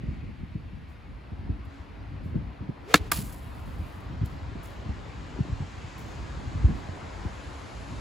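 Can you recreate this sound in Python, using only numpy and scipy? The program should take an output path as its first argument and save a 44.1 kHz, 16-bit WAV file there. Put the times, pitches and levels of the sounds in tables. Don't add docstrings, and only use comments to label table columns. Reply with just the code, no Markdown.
import sys
import numpy as np
from scipy import signal
from scipy.fft import rfft, irfft, next_fast_len
from scipy.io import wavfile
from scipy.ndimage import uniform_filter1d, map_coordinates

SR = 44100
rng = np.random.default_rng(int(sys.argv[2]) if len(sys.argv) > 2 else 0)


def transcribe(signal):
    frames = np.atleast_2d(signal).T
    limited = np.clip(frames, -1, 1)
    pcm = np.round(limited * 32767).astype(np.int16)
    wavfile.write(sys.argv[1], SR, pcm)


N = 353152


STRIKE_S = 2.9415
RING_DB, CRACK_DB, CRACK_T60_S = -2, -4, 0.009
# pitch_hz, level_db (before RING_DB), t60_s
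CLUB_TONES = [(295, -15.5, 0.075), (476, -5, 0.035), (700, 2.5, 0.014), (1075, 0.5, 0.016),
              (1340, 0, 0.024), (1694, 3, 0.018), (2157, -5, 0.02), (2400, -18, 0.027), (2545, -11, 0.025),
              (2750, -7, 0.026), (3320, -18, 0.016), (3555, -4.5, 0.021), (3880, -15, 0.023),
              (4020, -21, 0.036), (4345, -8.5, 0.022), (4700, -13, 0.022), (5140, -15.5, .015),
              (5860, -10.5, 0.016), (6600, -11.5, 0.01), (6900, -10, .017), (7330, -14, 0.017),
              (8450, -19.5, 0.015), (10200, -17.5, 0.022), (14500, -19, .018)]
# start_s, peak_db, pitch_hz
GROUND_THUDS = [(2.9415, -19, 160), (2.945, -15.5, 303), (2.9462, -21.5, 155), (2.948, -30.5, 75)]
# pitch_hz, level_db_per_hz
CRACK_COLOUR = [(300, -13), (1400, 7.5), (4000, -6.5), (9000, -9.5), (15500, -13)]
# start_s, level_db, t60_s
TURF_SCRAPES = [(2.939, -14, 0.022), (2.945, -19.5, 0.043), (2.953, -15.5, 0.039)]
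# pitch_hz, level_db_per_hz
TURF_COLOUR = [(100, 2), (280, 11), (600, -11), (900, -7), (1400, 2.5), (1900, 2), (2700, 1), (3100, -6.5),
               (3950, -1), (4700, -3.5), (5600, -10), (6400, -5), (10000, -8.5), (15500, -17.5)]
# start_s, level_db, t60_s
SOIL_SPRAYS = [(2.951, -35, 0.057), (2.9575, -32.5, 0.05), (2.966, -37.5, 0.05), (2.975, -41, .04)]
# pitch_hz, level_db_per_hz
SOIL_COLOUR = [(400, -5.5), (1400, -2), (2200, -4), (3100, -3.5), (4000, 8.5), (5400, -7), (6700, -6),
               (10000, -8), (15500, -14)]


def strike():
    blow = np.zeros(N)
    add(blow, STRIKE_S, amp(RING_DB) * ring(CLUB_TONES, rise_cycles=0.89))
    for start_s, peak_db, pitch_hz in GROUND_THUDS:
        add(blow, start_s, amp(peak_db) * push(pitch_hz, cycles=1.03))
    crack = bursts([(STRIKE_S, CRACK_DB, CRACK_T60_S)], rise_s=0.0001) * rush(CRACK_COLOUR)
    scrape = bursts(TURF_SCRAPES, rise_s=0.0021) * crackle(TURF_COLOUR, rate=2200, spread_db=4)
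    spray = bursts(SOIL_SPRAYS, rise_s=0.0008) * crackle(SOIL_COLOUR, rate=1600, spread_db=3.5)
    return (blow + crack + scrape + spray) * amp([[0.2], [-0.2]])


def push(pitch_hz, cycles):
    turns = pitch_hz * np.arange(SR // 4) / SR
    return swell(turns / cycles) * np.sin(2 * np.pi * turns)


# time_s, pitch_hz
SHAFT_SPEED = [(2.6, 99.6), (2.82, 310), (2.872, 373), (2.895, 456), (2.918, 493), (2.94, 480), (3.0, 413),
               (3.075, 418), (3.2, 199), (3.35, 99.6)]
# pitch_hz, level_db_per_hz
AIR_COLOUR = [(200, -1.5), (700, 6), (1300, -0.5), (2300, 0), (5000, -10.5), (9000, -16), (15000, -22)]
WHISTLE_DB, WHISTLE_GROWS = -39.5, 5
AIR_DB, AIR_GROWS = -41, 6.8
WHISTLE_WIDTH_HZ = 90
FOLLOW_THROUGH_DB = -5.5


def swish():
    pitch_hz, = curves(SHAFT_SPEED)
    speed_db = 20 * np.log10(pitch_hz / pitch_hz.max())
    past_ball = np.arange(N) / SR > STRIKE_S
    phase = 2 * np.pi * np.cumsum(pitch_hz) / SR
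    sine_part = wobble(WHISTLE_WIDTH_HZ) * np.sin(phase)
    cosine_part = wobble(WHISTLE_WIDTH_HZ) * np.cos(phase)
    vortices = unit(sine_part + cosine_part)
    whistle = amp(WHISTLE_DB + WHISTLE_GROWS * speed_db) * vortices
    air = amp(AIR_DB + AIR_GROWS * speed_db) * rush(AIR_COLOUR)
    return whistle * amp(FOLLOW_THROUGH_DB * past_ball) + air


# start_s, level_db, t60_s, knock_db, crunch_db, pitch_ratio
TWIG_SNAPS = [(3.1159, -19.5, 0.011, -8.5, -14, 1.35), (3.1178, -16.5, 0.017, -1, -9, 1),
              (3.1202, -21, 0.02, -3, -9, 1.4), (3.128, -33, 0.028, -11, -9, .8),
              (3.132, -32, 0.028, -16, -7, 1.55), (3.1355, -42, 0.022, -16, 7, 2),
              (3.142, -41, 0.039, -16, -6, 1.8), (3.159, -39.5, 0.055, -16, -6, 1.7),
              (3.166, -38, 0.083, -17, -6, 1.6), (3.172, -40, 0.056, -17, -2, 2.1),
              (3.189, -39, 0.065, -18, -8, 2.3), (3.324, -46.5, 0.098, -17, -14, 2)]
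# pitch_hz, level_db (relative), t60_s
WOOD_TONES = [(150, -15.5, 0.097), (307, -13.5, 0.063), (683, -9.5, 0.04), (940, -8, 0.039),
              (1187, -4, 0.051), (1570, -4, 0.029), (2460, -11, 0.033), (2850, -16, .028),
              (3440, -17, .023), (3910, -15, 0.022), (4760, -17, 0.025), (4930, -12, .027)]
# pitch_hz, level_db_per_hz
SPLINTER_COLOUR = [(300, -11), (800, -6), (1400, -9), (2600, -2.5), (4800, -2.5), (6000, -4.5), (9000, 4.5),
                   (12000, 0.5), (15000, 2), (16000, -11.5)]
# pitch_hz, level_db_per_hz
TWIG_COLOUR = [(200, -12), (700, 0), (1250, -1), (2000, -2), (2600, -5), (4900, -4), (6000, -15),
               (15000, -32)]
SWEEP_DB, SWEEP_T60_S = -40, 0.38


def bough():
    knocks = np.zeros(N)
    for start_s, level_db, _, knock_db, _, ratio in TWIG_SNAPS:
        twig = [(hz * ratio, tone_db, t60_s / ratio) for hz, tone_db, t60_s in WOOD_TONES]
        add(knocks, start_s, amp(level_db + knock_db) * ring(twig, rise_cycles=0.4))
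    splinters = bursts([row[:3] for row in TWIG_SNAPS], rise_s=0.00013) * rush(SPLINTER_COLOUR)
    crunch_rows = [(s, db + crunch_db, t60_s) for s, db, t60_s, _, crunch_db, _ in TWIG_SNAPS]
    crunch = bursts(crunch_rows, rise_s=0.00017) * crackle(TWIG_COLOUR, rate=2500, spread_db=2.5)
    sprigs = unit(amp(2.5 * wobble(220)) * crackle(TWIG_COLOUR, rate=1200, spread_db=3.5))
    sweep = bursts([(TWIG_SNAPS[0][0], SWEEP_DB, SWEEP_T60_S)], rise_s=0.0054) * sprigs
    return (knocks + crunch + sweep) * amp([[-0.3], [0.3]]) + splinters


SHOWER_DB, SHOWER_T60_S = -34.5, 0.6
TRICKLE_DB, TRICKLE_HOLD_S, TRICKLE_T60_S = -65, 0.83, 0.72


def needles():
    start_s = TWIG_SNAPS[0][0]
    age_s = np.arange(N) / SR - start_s
    shower = bursts([(start_s, SHOWER_DB, SHOWER_T60_S)], rise_s=0.0028)
    after_hold_s = np.maximum(age_s - TRICKLE_HOLD_S, 0)
    trickle = (age_s > 0) * amp(TRICKLE_DB - 60 * after_hold_s / TRICKLE_T60_S)
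    ticks = crackle(SPLINTER_COLOUR, rate=1500, spread_db=6) * amp(1.5 * wobble(150))
    return np.hypot(shower, trickle) * ticks


# start_s, level_db, t60_s, rise_s
GRASS_BRUSHES = [(.88, -63, 0.25, .015), (1.65, -60, 0.043, .0014), (2.23, -55, 0.23, 0.057),
                 (4.002, -59, .06, .0014), (4.249, -51, .03, .0014), (4.256, -45.5, 0.039, 0.0008),
                 (4.265, -61, .5, .02), (4.624, -52, 0.39, 0.0083), (5.979, -52, 0.063, .0014),
                 (5.99, -61.5, 0.7, .0014), (6.73, -63, 0.44, .03)]
# pitch_hz, level_db_per_hz
GRASS_COLOUR = [(1500, -10), (5000, -6), (7200, 0), (12000, 0.5), (15000, -2), (16000, -5)]


def grass():
    level = sum(bursts([(s, db, t60_s)], rise_s) for s, db, t60_s, rise_s in GRASS_BRUSHES)
    return level * unit(amp(3.2 * wobble(770)) * rush(GRASS_COLOUR))


# peak_s, peak_db
CLOTH_RUSTLES = [(.12, -60.5), (1.76, -56.5)]
# pitch_hz, level_db_per_hz
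CLOTH_COLOUR = [(500, 9), (2500, 0), (5000, -12), (7500, -12), (10000, -22), (15000, -30)]
RUSTLE_S = 0.09


def clothes():
    t = np.arange(N) / SR
    level = sum(amp(db) * np.exp(-((t - peak_s) / RUSTLE_S) ** 2) for peak_s, db in CLOTH_RUSTLES)
    return level * rush(CLOTH_COLOUR)


# time_s, level_db (before RUMBLE_DB and the lumps)
BUFFET_LEVEL = [(0.0, -40.5), (0.12, -36.5), (0.27, -41.5), (0.62, -43.5), (0.85, -44.5), (0.96, -50),
                (1.12, -44.5), (1.27, -49.5), (1.45, -39.5), (1.52, -36), (1.61, -45), (1.75, -50),
                (1.96, -46.5), (2.08, -42.5), (2.2, -40), (2.34, -35.5), (2.48, -40.5), (2.55, -51),
                (2.7, -48.5), (2.92, -51), (3.12, -39), (3.23, -39.5), (3.34, -43.5), (3.45, -42.5),
                (3.56, -41.5), (3.8, -40.5), (3.92, -45), (4.05, -43), (4.18, -39.5), (4.34, -42.5),
                (4.53, -43.5), (4.95, -42.5), (5.14, -43), (5.55, -39.5), (5.71, -45.5), (5.93, -47),
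                (6.02, -43), (6.38, -39), (6.56, -37.5), (6.69, -33.5), (6.82, -41.5), (7.1, -43),
                (7.42, -47.5), (7.66, -45), (7.9, -40.5), (8.01, -38)]
# pitch_hz, level_db_per_hz
RUMBLE_COLOUR = [(20, -27.5), (35, -6), (55, 3.5), (85, 1), (130, -4.5), (200, -10.5), (300, -14),
                 (450, -34), (700, -37.5), (1500, -91)]
# peak_s, peak_db, pitch_hz, flutter_db, flutter_t60_s
WIND_EDDIES = [(.041, -26.5, 149, -2.5, 0.085), (.087, -24.5, 130, -9, 0.097),
               (0.239, -29.5, 170, -6.5, 0.22), (.294, -31, 153, -3, 0.073), (0.415, -32, 112, -8, 0.087),
               (0.437, -27, 163, -20, 0.083), (.558, -23, 153, -11, 0.16), (.735, -35, 159, -11, 0.11),
               (1.328, -28.5, 89.5, -8.5, 0.14), (1.471, -32, 150, -6, 0.12),
               (1.504, -17, 98, -12.5, 0.078), (1.679, -28.5, 89, -14, .08),
               (2.263, -25.5, 151, -14, 0.083), (2.348, -25, 240, -10, .1), (2.361, -19, 161, -5, 0.12),
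               (2.441, -46, 120, -13, .09), (2.615, -29.5, 110, -5.5, 0.29), (2.696, -23, 182, 0, 0.072),
               (3.014, -23, 70, -7, 0.094), (3.193, -25.5, 166, -5.5, 0.18), (3.235, -26, 129, -19, .1),
               (4.127, -37, 89, -12, 0.067), (4.218, -17.5, 128, -13, 0.084), (4.237, -18, 112, -12.5, 0.1),
               (4.43, -29, 85, -14, .08), (4.525, -26.5, 100, -17, .09), (4.559, -30.5, 189, 2, .06),
               (4.866, -28.5, 107, -7, 0.11), (4.9, -22, 80, -6, 0.14), (5.364, -33.5, 480, -11, 0.063),
               (5.393, -26, 257, 1, 0.078), (5.41, -15, 138, -18.5, 0.056), (5.451, -32.5, 450, -5, 0.092),
               (5.486, -35, 420, -2, 0.087), (5.5, -30.5, 123, -10, .08), (5.532, -21, 85.5, -20, .1),
               (5.611, -26, 104, -9, .13), (5.625, -27, 140, -13, .12), (5.781, -30, 83.5, -14, 0.081),
               (5.85, -30, 95, -13, .08), (6.479, -28.5, 100, -14, 0.092), (6.56, -20.5, 101, -18, .1),
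               (6.652, -7, 79, -23, 0.17), (6.69, -26, 198, -1, 0.29), (6.714, -27, 170, -10, 0.12),
               (6.894, -27.5, 129, -12, 0.11), (7.263, -21, 89, -6.5, 0.11)]
# pitch_hz, level_db_per_hz
FLUTTER_COLOUR = [(40, -20), (110, -1.5), (200, 0), (290, -5), (450, -17.5), (900, -56), (2500, -74)]
RUMBLE_DB = 3.5
LUMP_DB, PORT_LUMP_DB = 1.34, 1.1
EDDY_LAG_CYCLES = 0.086


def microphone_wind():
    buffet_db, = curves(BUFFET_LEVEL)
    lumps_db = LUMP_DB * wobble(22) + PORT_LUMP_DB * np.array([wobble(30), wobble(30)])
    rumble = amp(buffet_db + RUMBLE_DB + lumps_db) * rush(RUMBLE_COLOUR)
    thumps, flutter = np.zeros((2, N)), np.zeros(N)
    lags = EDDY_LAG_CYCLES * rng.choice([-1, 1], len(WIND_EDDIES))
    for (peak_s, peak_db, pitch_hz, flutter_db, t60_s), lag in zip(WIND_EDDIES, lags):
        start_s = peak_s - EDDY_CYCLES / pitch_hz
        half_lag_s = lag / pitch_hz / 2
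        thump = amp(peak_db) * eddy(pitch_hz)
        add(thumps[0], start_s - half_lag_s, thump)
        add(thumps[1], start_s + half_lag_s, thump)
        add(flutter, start_s, amp(peak_db + flutter_db) * fade(t60_s, rise_s=0.0016))
    return (rumble + thumps + flutter * rush(FLUTTER_COLOUR)) * amp([[0.3], [-0.3]])


EDDY_CYCLES = 1.12
EDDY_TYPICAL_HZ, EDDY_FALL_OCTAVES = 150, 0.75


def eddy(pitch_hz):
    u = pitch_hz * np.arange(SR // 4) / SR / EDDY_CYCLES
    fall_octaves = EDDY_FALL_OCTAVES * np.sqrt(pitch_hz / EDDY_TYPICAL_HZ)
    falling_hz = pitch_hz * 2 ** (fall_octaves * (1 - u))
    return swell(u) * np.sin(2 * np.pi * np.cumsum(falling_hz) / SR)


# time_s, roar_db (before ROAR_DB), leaves_db (before LEAVES_DB)
TREE_LEVELS = [
    [(0.0, -61, -59.5), (0.68, -61.5, -62), (1.51, -57, -61), (1.85, -57.5, -59.5), (2.8, -55, -60.5)],
    [(3.5, -53.5, -56.5), (4.38, -52, -55), (5.91, -52, -52), (6.93, -48.5, -52.5), (8.01, -50.5, -51.5)],
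]
# pitch_hz, level_db_per_hz
ROAR_COLOUR = [(100, -26.5), (300, 1), (550, -1.5), (780, -1.5), (1020, -1.5), (1500, -9.5), (2300, -18),
               (4000, -40), (8000, -65)]
# pitch_hz, level_db_per_hz
LEAVES_COLOUR = [(600, -12.5), (1400, 2.5), (2200, 0), (3200, -4.5), (4600, -9), (6000, -20), (9000, -38.5),
                 (15000, -49.5)]
# pitch_hz, level_db_per_hz
HISS_COLOUR = [(1500, -20), (4000, 2.5), (5800, 1.5), (7000, 3), (8500, -2.5), (10000, -10.5),
               (11500, -22.5), (13000, -35), (15500, -39)]
# time_s, level_db
FIZZ_LEVELS = [(5.5, -92), (6.2, -79), (7.1, -76), (7.5, -69.5), (8.01, -69)]
# pitch_hz, level_db_per_hz
FIZZ_COLOUR = [(6000, -21), (9500, 4), (11000, -1.5), (12500, -17), (15500, -27)]
ROAR_DB, LEAVES_DB = 4, 1
HISS_DB, HISS_GROWS = -73.5, 3.27


def trees():
    roar_db, leaves_db = curves(np.vstack(TREE_LEVELS))
    hiss_db = HISS_DB + HISS_GROWS * (leaves_db - leaves_db.mean())
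    gust_db = 0.17 * wobble(1.7)
    roar = amp(roar_db + ROAR_DB + gust_db) * patchy(rush(ROAR_COLOUR), depth_db=1.55)
    leaves = amp(leaves_db + LEAVES_DB + gust_db) * patchy(rush(LEAVES_COLOUR), depth_db=1.95)
    hiss = amp(hiss_db + gust_db) * patchy(rush(HISS_COLOUR), depth_db=1.2)
    fizz_db, = curves(FIZZ_LEVELS)
    fizz = amp(fizz_db) * rush(FIZZ_COLOUR)
    return roar * amp([[0.5], [-0.5]]) + leaves * amp([[1.2], [-1.2]]) + hiss + fizz


# time_s, level_db (before its wavering)
HUM_LEVEL = [(1.4, -76), (1.7, -53.5), (2.3, -54), (2.8, -58), (4, -63.5), (8, -55.5)]
# time_s, level_db
BAND_LEVELS = [(0.0, -60), (0.6, -64.5), (1.4, -67.5), (2.8, -65.5), (4, -82.5)]
# pitch_hz, level_db_per_hz
BAND_COLOUR = [(1400, -25.5), (1900, 1.5), (2350, 0), (2800, -3.5), (3500, -26), (7000, -45.5)]
# pitch_hz, level_db_per_hz
STILL_COLOUR = [(1500, -9.5), (5000, -3), (9000, 2.5), (13000, -3), (15500, -16)]
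HUM_HZ, STILL_DB = 280, -79


def background():
    hum_db, = curves(HUM_LEVEL)
    band_db, = curves(BAND_LEVELS)
    hum_phase = 2 * np.pi * np.cumsum(HUM_HZ + 4 * wobble(18)) / SR
    hum = amp(hum_db + 2.6 * wobble(13)) * np.sin(hum_phase)
    return hum + amp(band_db) * rush(BAND_COLOUR) + amp(STILL_DB) * rush(STILL_COLOUR)


# pitch_hz, likeness (no unit, 1 = identical)
PORT_LIKENESS = [(60, 0.89), (250, 0.54), (600, 0.19), (1400, 0.27), (2500, 0.73), (5800, 0.67), (7000, 1)]


def rush(colour_rows):
    def mid_and_side(hz):
        angle = np.arccos(np.clip(along(PORT_LIKENESS, hz), -1, 1)) / 2
        return amp(along(colour_rows, hz)) * [np.cos(angle), np.sin(angle)]

    mid, side = filtered(rng.standard_normal((2, N)), mid_and_side)
    return unit(np.array([mid + side, mid - side]))


def crackle(colour_rows, rate, spread_db):
    happens = rng.random(N) < rate / SR
    size_db = spread_db * np.minimum(rng.exponential(size=N), 3)
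    ticks = happens * rng.choice([-1, 1], N) * amp(size_db)
    grains = filtered(ticks, lambda hz: amp(along(colour_rows, hz)))
    return unit(unit(grains) + rush(colour_rows))


def patchy(x, depth_db):
    z = signal.stft(x, nperseg=1024)[2]
    field = rng.standard_normal(z.shape[1:])
    field = uniform_filter1d(field, size=3, axis=0)
    field = uniform_filter1d(field, size=6, axis=1)
    return unit(signal.istft(z * amp(depth_db * unit(field)), nperseg=1024)[1][:, :N])


def ring(tones, rise_cycles):
    t = np.arange(SR // 2) / SR
    total = np.zeros(len(t))
    for k, (hz, db, t60_s) in enumerate(tones):
        total += (-1) ** k * amp(db) * fade(t60_s, rise_cycles / hz) * np.sin(2 * np.pi * hz * t)
    return total


def swell(u):
    return (u * np.exp(1 - u)) ** 4


def fade(t60_s, rise_s):
    t = np.arange(SR // 2) / SR
    return np.exp(-np.log(1000) * t / t60_s) * (1 - np.exp(-t / rise_s))


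def bursts(rows, rise_s):
    level = np.zeros(N)
    for start_s, db, t60_s in rows:
        add(level, start_s, amp(db) * fade(t60_s, rise_s))
    return level


def add(track, start_s, sound):
    part = track[..., round(start_s * SR):][..., :sound.shape[-1]]
    part += sound[..., :part.shape[-1]]


def wobble(rate):
    knots = rng.standard_normal(int(N * rate / SR) + 4)
    return map_coordinates(knots, [np.arange(N) * rate / SR])


def curves(rows):
    s, *columns = np.transpose(rows)
    return [np.interp(np.arange(N) / SR, s, column) for column in columns]


def along(points, hz):
    f, v = np.transpose(points)
    return np.interp(np.log(hz + 1), np.log(f + 1), v)


def filtered(x, response):
    m = next_fast_len(N + SR // 2)
    return irfft(rfft(x, m) * response(np.fft.rfftfreq(m, 1 / SR)), m)[..., :N]


def amp(db):
    return 10 ** (np.asarray(db) / 20)


def unit(x):
    return x / np.sqrt(np.mean(x ** 2) + 1e-20)


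def scene():
    golfer = strike() + swish() + bough() + needles() + grass() + clothes()
    return golfer + microphone_wind() + trees() + background()


TOP_HZ = 15850


def record(dry):
    def port_lead(hz):
        lead = np.pi * np.maximum(hz - 6950, 0) / 4150
        return np.exp(1j * lead * [[1], [-1]])

    low_cut = signal.butter(2, 32, "high", fs=SR, output="sos")
    pair = filtered(signal.sosfilt(low_cut, dry), port_lead)
    clipped = np.clip(pair, -1, 1)
    return signal.sosfilt(signal.butter(14, TOP_HZ, fs=SR, output="sos"), clipped)


dry = scene()
out = record(dry)
transcribe(out)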